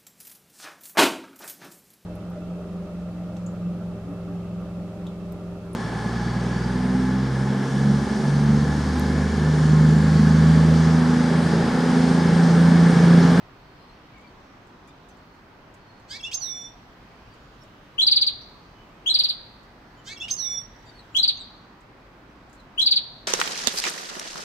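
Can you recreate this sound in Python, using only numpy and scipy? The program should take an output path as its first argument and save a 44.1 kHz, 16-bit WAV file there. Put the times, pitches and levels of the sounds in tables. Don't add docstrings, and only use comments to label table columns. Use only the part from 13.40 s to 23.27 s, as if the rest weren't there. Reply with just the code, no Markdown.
import sys
import numpy as np
from scipy import signal
from scipy.io import wavfile
from scipy.ndimage import uniform_filter1d

SR = 44100
rng = np.random.default_rng(int(sys.argv[2]) if len(sys.argv) > 2 else 0)


def to_wav(sig):
    pcm = np.clip(np.atleast_2d(sig), -1, 1) * 32767
    pcm = np.round(pcm).astype(np.int16)
    wavfile.write(sys.argv[1], SR, pcm.T)


def elevation(decibels):
    levels = np.asarray(decibels, float)
    return 10 ** (levels / 20)


N = 435266

# [t/s, level/dB]
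TRAFFIC = [(0, -0.5), (2, -2.5), (4, 0.5), (6.5, -0.3), (7.5, 2.5), (8.5, -4.5), (9.87, -1)]
# [f/Hz, level per Hz/dB]
HUM_SPECTRUM = [(25, -7.5), (50, -1.5), (79, -10.5), (105, -3.5), (310, -7.5), (450, -12.5), (1000, -11),
                (1600, -15.5), (2500, -21), (5400, -30.5), (6300, -38), (9500, -48.5), (13000, -45.5),
                (16000, -42)]
# [f/Hz, correlation/1]
HUM_LIKENESS = [(30, 0.95), (130, 0.98), (290, 0.91), (640, 0.67), (1410, 0.21), (3100, 0.1), (6820, 0.074)]
# [f/Hz, left over right/dB]
HUM_LEAN = [(60, 0.5), (110, 0.5), (200, 0), (380, 0.0), (700, 0.0), (1290, -3), (2380, -0.5), (4400, -3),
            (8120, 4), (15000, -2)]
# [f/Hz, width/Hz, early level/dB, late level/dB, flutter/dB]
MURMUR = [
    (50.1, 16, -69, -61, 1),
    (109.2, 11, -66.5, -68, 2),
    (4400, 270, -74, -84, 2.5),
    (5600, 190, -80, -87.5, 3),
]
# [t/s, length/s, first f/Hz, last f/Hz, level/dB]
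FAR_LEFT = [(.34, .11, 5050, 4950, -74), (.36, .25, 4150, 4250, -70), (.725, 0.091, 2300, 2200, -59.5),
            (0.817, .06, 2400, 2300, -60), (.86, .05, 4550, 4550, -69), (1.473, 0.032, 5000, 4950, -67),
            (1.475, 0.042, 3600, 3600, -66), (1.472, .03, 2380, 2400, -59), (2.452, 0.19, 4300, 4300, -68),
            (6.455, .05, 5950, 5200, -70), (7.46, .07, 3700, 3700, -64), (7.453, .067, 4700, 4590, -62),
            (7.53, .09, 4450, 4320, -57)]
FAR_RIGHT = [(1.69, 0.034, 6100, 6050, -69), (3.82, .53, 6900, 6600, -79), (3.894, .06, 4700, 4480, -66),
             (4.19, .06, 5500, 5450, -61.5), (4.40, .12, 6400, 6350, -83), (5.01, 0.02, 5670, 5600, -62),
             (5.33, .14, 3050, 3000, -64.5), (6.54, .03, 4400, 4600, -69), (6.55, .09, 3030, 3050, -64.5),
             (6.563, 0.053, 7000, 6900, -73), (7.585, .04, 4000, 3780, -55.5), (7.45, .07, 7220, 7200, -72),
             (7.718, .035, 7200, 7200, -64), (7.953, 0.033, 6050, 6270, -56.5),
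             (7.96, 0.031, 2230, 3100, -59), (7.982, .055, 4230, 3600, -42.5),
             (8.89, 0.036, 6000, 5300, -71), (9.17, 0.045, 4400, 3800, -62)]
# [t/s, peak level/dB]
TICKS = [(0.779, -62), (0.809, -62), (0.999, -69), (1.269, -64), (1.475, -55), (1.489, -65.5), (1.687, -57),
         (1.769, -63), (1.939, -68.5), (2.340, -55.5), (2.597, -62), (3.218, -51), (3.939, -62),
         (4.233, -60), (6.230, -62), (7.454, -66.5), (8.406, -62), (9.095, -60), (9.129, -53.5),
         (9.149, -60), (9.199, -62)]

# [churr t/s, grace t/s, chirrup t/s, catch t/s, whistle t/s]
PHRASES = [
    (2.679, 2.788, 2.823, 2.910, 2.980),
    (6.641, 6.756, 6.794, 6.878, 6.948),
]
# [first f/Hz, turning f/Hz, last f/Hz, turn t/s, bend as a power of time/1]
LOW_PITCH = [
    (1342, 1960, 1965, .104, 1.3),
    (2440, 2750, 2620, .025, 1.5),
    (2520, 2700, 2960, .030, 1.2),
    (1970, 2860, 2900, .017, 1.267),
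    (2744, 5240, 5600, .016, .8),
    (5500, 3515, 3560, .17, 3.0),
]
HIGH_PITCH = [
    (1920, 2335, 2340, .104, 1.1),
    (3553, 3100, 3000, .025, 1.34),
    (3000, 3520, 4200, .025, 1.5),
    (2845, 3270, 3800, .017, 1.82),
    (5400, 6300, 6180, .016, 2.4),
    (6320, 5800, 5610, 0.064, 1.5),
]
# [wait/s, attack/s, hold/s, release/s, held level/dB, growth over the hold/dB]
LOW_BREATH = [
    (0.0021, .030, .060, .015, -50, -6),
    (0.0088, .008, .010, .008, -50.5, 3.5),
    (.012, .014, .032, 0.0089, -38.5, 3.5),
    (0.00096, .004, 0.015, .004, -44.5, 2),
    (0.0007, 0.0051, 0.014, 0.023, -36.5, 5),
]
HIGH_BREATH = [
    (.008, 0.033, 0.054, .015, -51, 5),
    (.0, .005, .007, .014, -49, 2.5),
    (.0, .009, .018, .007, -41, 9.5),
    (0.0025, 0.0033, .011, .004, -39.5, -8),
    (.011, .010, .020, .012, -21.5, -8.5),
]
# [hold/s, release/s, low side growth/dB, high side growth/dB]
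WHISTLES = [
    (0.264, .06, -6.5, -19.5),
    (.21, 0.05, -3, -4.5),
]
# [fall per overtone at start/dB, at end/dB, coupling of the sides/dB,
# breath noise/dB, pitch jitter/1, octave of the low side/dB]
VOICING = [
    (-.5, -5.5, -2, -5, .014, 2.5),
    (-12, -2, -12.5, -20, 0.0063, 1),
    (-4, -26.5, -4, -3, .01, 1.5),
    (-2, -11, -7.5, 2.5, .035, -4.5),
    (-7, -20.5, -11, 4.5, .03, -6.5),
    (-11, -14.5, -2.5, -24.5, 0.0023, -8.5),
]
# [f/Hz, level/dB]
THROAT = [(1000, -23), (2200, -8), (3500, 6.5), (4600, 8), (6000, 2.5), (8500, -6.5), (10500, -21.5),
          (13000, -7.5), (16000, -14.5)]

# [t/s, strength/dB, pitch ratio/1, overtone gain from facing the listener/dB]
TRILLS = [
    (4.578, -14.5, 0.98, -1),
    (5.657, -16.5, 0.98, 4.5),
    (7.744, -16, 0.97, 0.5),
    (9.374, -16, 0.97, -1.5),
]
# [t/s, strength/dB]
DROPS = [
    [(4.665, -11), (4.711, -11.5), (4.758, -12), (4.811, -13.5), (4.864, -16)],
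    [(5.740, -13), (5.787, -13.5), (5.835, -16), (5.887, -19)],
    [(7.828, -13), (7.876, -14)],
    [(9.459, -12), (9.509, -12), (9.558, -14.5)],
]
# [first f/Hz, turning f/Hz, last f/Hz, turn t/s, bend as a power of time/1]
TRILL_PITCH = [
    (2430, 3480, 2230, .020, 2.5),
    (3130, 4230, 2900, .014, 2.5),
    (4830, 4820, 2100, 0.00097, 2.0),
]
# [attack/s, hold/s, release/s, growth over the hold/dB, first rasp/dB, last rasp/dB]
TRILL_BREATH = [
    (.005, .021, 0.0082, 7.5, -42, -10.5),
    (.005, .017, .007, 5.5, -23.5, -44),
    (.0015, .0135, .011, 3, -27, -29),
]
# [level/dB of multiples 2, 3, 4, 5]
TRILL_OVERTONES = [
    (-23.5, -34, -42.5, -42.5),
    (-32, -40.5, -42, -60),
    (-37, -40.5, -56, -59.5),
]

# [delay/s, left level/dB, right level/dB]
PHRASE_WALLS = [(0.0, -0.5, 1.5), (.005, -8, -14), (.012, -17.5, -14), (.024, -13, -26)]
TRILL_WALLS = [(0.0, 2, -7.5), (.0035, -7, -1.5), (.008, -17.5, -1.5), (0.0104, -15, -3.5), (.022, -9, -19),
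               (.031, -23, -17)]
# [low f/Hz, high f/Hz, left level/dB, right level/dB]
PHRASE_SHADE = [(5000, 6950, -6.5, 2.5), (8170, 10300, 4, -8), (13000, 14000, 6.5, 2)]
TRILL_SHADE = [(5000, 10000, -1, 1.5), (7500, 10600, 4, -15), (12140, 16000, 4, 1.5)]


def at_hz(points, hz):
    f, level = np.transpose(points)
    return np.interp(np.log(hz), np.log(f), level)


def rms_one(x):
    return x / np.sqrt(np.mean(x ** 2) + 1e-20)


def drift(rate_hz, size):
    knot_rate = 400
    knots = rng.standard_normal(int(size / SR * knot_rate) + 50)
    pole = np.exp(-2 * np.pi * rate_hz / knot_rate)
    slow = rms_one(signal.lfilter([1], [1, -2 * pole, pole * pole], knots))
    return np.interp(np.arange(size) * knot_rate / SR, np.arange(len(slow)), slow)


def bandpass(order, low_hz, high_hz, x):
    return signal.sosfilt(signal.butter(order, [low_hz, high_hz], "band", fs=SR, output="sos"), x)


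def ear_gains(lean_db):
    return elevation(lean_db * np.array([[0.5], [-0.5]]))


def add(track, s, sound):
    i = round(s * SR)
    track[..., i:i + sound.shape[-1]] += sound[..., :N - i]


def running_phase(hz):
    return 2 * np.pi * np.cumsum(hz) / SR


def clock(seconds):
    return np.arange(round(seconds * SR)) / SR


def glide(t, first_hz, turn_hz, last_hz, turn_s, bend):
    before = np.clip(1 - t / turn_s, 0, 1)
    after = np.clip((t - turn_s) / np.maximum(t[-1] - turn_s, 1e-4), 0, 1)
    return turn_hz + (first_hz - turn_hz) * before ** bend + (last_hz - turn_hz) * after ** bend


def breath_level(t, wait, attack, hold, release, level_db, growth_db):
    before_db, after_db = -29.5, -31
    corners = np.cumsum(np.abs([wait, attack, hold, release]))
    shape_db = np.interp(t, corners, [before_db, 0, growth_db, growth_db + after_db])
    return uniform_filter1d(level_db + shape_db, size=88)


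def town():
    level_db, patchy_db = -49.5, 0.98
    rumble_follows, hiss_follows = 1, 0.6
    traffic_db = np.interp(np.arange(N) / SR, *np.transpose(TRAFFIC))
    out, edges = 0, 20 * 2 ** np.arange(0, 9.8, 1 / 3)
    white = rng.standard_normal((2, 2, N + SR))
    for k, (low, high) in enumerate(zip(edges, edges[1:])):
        mid, side = bandpass(2, low, high, white[k % 2])[:, SR:]
        hz = np.sqrt(low * high)
        alike = np.clip(at_hz(HUM_LIKENESS, hz), -1, 1)
        rumble = rumble_follows * at_hz([(60, 1), (300, 0)], hz)
        hiss = hiss_follows * at_hz([(1000, 0), (3500, 1)], hz)
        gain = elevation(at_hz(HUM_SPECTRUM, hz) + (rumble + hiss) * traffic_db + patchy_db * drift(1.3, N))
        stereo = np.sqrt(1 + alike) * mid + np.sqrt(1 - alike) * side * [[1], [-1]]
        out = out + gain * ear_gains(at_hz(HUM_LEAN, hz)) * stereo
    return elevation(level_db) * rms_one(out)


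def murmur():
    out = 0
    for hz, width_hz, early_db, late_db, flutter_db in MURMUR:
        white = rng.standard_normal((2, N + SR))
        if hz < 1000:
            white[1] = white[0]
        band = bandpass(2, hz - width_hz / 2, hz + width_hz / 2, white)[:, SR:]
        level_db = np.linspace(early_db, late_db, N) + flutter_db * drift(3, N)
        out = out + elevation(level_db) * rms_one(band)
    return out


def far_birds():
    out = np.zeros((2, N))
    for calls, lean_db in [(FAR_LEFT, 6.5), (FAR_RIGHT, -4)]:
        for s, length, first_hz, last_hz, level_db in calls:
            size = round(length * SR)
            phase = running_phase(np.linspace(first_hz, last_hz, size) * (1 + 0.018 * drift(70, size)))
            tone = (np.sin(phase) + elevation(-20) * np.sin(2 * phase)) * np.sqrt(np.hanning(size))
            flicker_db = 4.6 * np.array([drift(45, size), drift(45, size)])
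            add(out, s, tone * elevation(level_db + flicker_db) * ear_gains(lean_db))
    scatter = rng.standard_normal((2, 5000)) * elevation(-26 - 60 * np.arange(5000) / SR / 0.11)
    scatter[:, 0] = 0.97
    return signal.fftconvolve(out, scatter, axes=1)[:, :N]


def ticks():
    wire_hz, wire_spread, perch_lean_db = 7200, 0.06, 0.5
    out, t = np.zeros((2, N)), np.arange(2600) / SR
    bright = signal.butter(2, 2500, "high", fs=SR, output="sos")
    for s, peak_db in TICKS:
        wire, place = rng.uniform(-1, 1, 2)
        hz = wire_hz * (1 + wire_spread * wire)
        scratch = rng.standard_normal((2, len(t))) * elevation(-60 * t / 0.11)
        wires = bandpass(1, hz * 0.87, hz * 1.09, scratch)
        touch = elevation(-15) * signal.sosfilt(bright, scratch) + elevation(5) * wires
        add(out, s, touch * elevation(peak_db) * ear_gains(perch_lean_db * (1 + place)))
    return out


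def syrinx(low_hz, low_db, high_hz, high_db, first_db, last_db, couple_db, breath_db, jitter, octave_db):
    size = len(low_hz)
    low_db = low_db + 1.2 * drift(25, size)
    high_db = high_db + 1.2 * drift(25, size)
    fall_db = np.linspace(first_db, last_db, size)
    wobble = 1 + jitter * drift(60.44, size)
    low = running_phase(low_hz * wobble)
    high = running_phase(high_hz * wobble ** 0.15)
    out = elevation(low_db) * np.sin(low) + elevation(high_db) * np.sin(high)
    for m in range(-2, 7):
        for n in range(0, 5):
            order, hz = abs(m) + n, m * low_hz + n * high_hz
            if order < 2 or hz.max() < 900:
                continue
            tone_db = (abs(m) * low_db + n * high_db) / order
            tone_db = tone_db + couple_db * ((m != 0) * (n != 0) + (m < 0))
            tone_db += fall_db * (order - 1) + at_hz(THROAT, np.maximum(hz, 100))
            if m == 0:
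                tone_db -= 7
            if m == 2 and n == 0:
                tone_db += octave_db
            if order > 2:
                tone_db += 2.5 * drift(30, size) + 4 * rng.standard_normal()
            audible = (hz < 17000) * (hz > 900)
            out += elevation(tone_db) * np.sin(m * low + n * high + order * m) * audible
    breath = bandpass(2, 4200, 7500, rng.standard_normal(size))
    return np.sqrt(2) * out + elevation(low_db + breath_db + 0.55 * fall_db) * breath


def phrases():
    out = np.zeros(N)
    for (*first, catch, last), (hold, release, low_growth_db, high_growth_db) in zip(PHRASES, WHISTLES):
        lows = list(LOW_BREATH) + [(0, 0.038, hold, release, -41, low_growth_db)]
        highs = list(HIGH_BREATH) + [(0.0007, 0.048, hold, release, -29.5, high_growth_db)]
        starts = [*first, catch, catch + 0.014, last]
        notes = zip(starts, lows, highs, LOW_PITCH, HIGH_PITCH, VOICING)
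        for s, low, high, low_pitch, high_pitch, voicing in notes:
            t = clock(max(sum(low[:-2]), sum(high[:-2])))
            low_side = glide(t, *low_pitch), breath_level(t, *low)
            high_side = glide(t, *high_pitch), breath_level(t, *high)
            add(out, s, syrinx(*low_side, *high_side, *voicing))
    return out


def trill_note(kind, ratio, facing_db):
    attack, hold, release, growth_db, *rasps_db = TRILL_BREATH[kind]
    t = clock(attack + hold + release)
    hz = ratio * glide(t, *TRILL_PITCH[kind])
    level_db = breath_level(t, 0, attack, hold, release, -growth_db, growth_db)
    phase = running_phase(hz)
    tone = np.sin(phase)
    gape_db = 1.7 * rng.standard_normal(4)
    for k, over_db in enumerate(TRILL_OVERTONES[kind]):
        over_level = elevation(over_db + facing_db + 0.82 * level_db + gape_db[k])
        tone += over_level * np.sin((k + 2) * phase) * (hz * (k + 2) < 17000)
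    air = rng.standard_normal(len(hz))
    rasp_db = np.interp(t, [0.6 * (attack + hold), attack + hold], rasps_db) + 4 * rng.standard_normal()
    rasp = bandpass(1, 4300, 7000, air) + elevation(-20) * np.diff(air, 2, prepend=[0, 0])
    return elevation(level_db) * (tone + elevation(rasp_db) * rasp)


def trills():
    out = np.zeros(N)
    for (start, strength_db, ratio, facing_db), drops in zip(TRILLS, DROPS):
        arches = [(start, strength_db), (start + 0.033, strength_db + 2)]
        for n, (s, peak_db) in enumerate(arches + list(drops)):
            add(out, s, elevation(peak_db) * trill_note(min(n, 2), ratio, facing_db))
    return out


def balcony(dry, walls, shade, lag, early_db, late_db):
    t = np.arange(SR) / SR
    noise = rng.standard_normal((2, 2, SR))
    early = elevation(early_db - 60 * t / 0.17) * noise[0] * np.minimum(t / 0.0039, 1)
    late = elevation(late_db - 60 * t / 0.71) * noise[1] * np.minimum(t / 0.015, 1)
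    reply = early + signal.sosfilt(signal.butter(2, 5500, fs=SR, output="sos"), late)
    for delay, left_db, right_db in walls:
        i = round(delay * SR) + 10
        reply[0, i] += elevation(left_db)
        reply[1, i + round(lag)] += elevation(right_db)
    for low_hz, high_hz, *ears_db in shade:
        reply = reply + (elevation(ears_db)[:, None] - 1) * bandpass(1, low_hz, high_hz, reply)
    return signal.fftconvolve(dry[None], reply, axes=1)[:, 10:N + 10]


def scene():
    background = town() + murmur() + far_birds() + ticks()
    phrase_bird = balcony(phrases(), PHRASE_WALLS, PHRASE_SHADE, lag=-1, early_db=-29.5, late_db=-45.5)
    trill_bird = balcony(trills(), TRILL_WALLS, TRILL_SHADE, lag=5, early_db=-30.5, late_db=-43)
    return background + phrase_bird + trill_bird


def band_limit(x):
    return signal.sosfilt(signal.butter(12, 16360, fs=SR, output="sos"), x)


def record(dry):
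    top_cut = signal.cheby2(14, 50, 16250, fs=SR, output="sos")
    mix = signal.sosfilt(top_cut, dry)
    return band_limit(mix)


dry = scene()
out = record(dry)
to_wav(out)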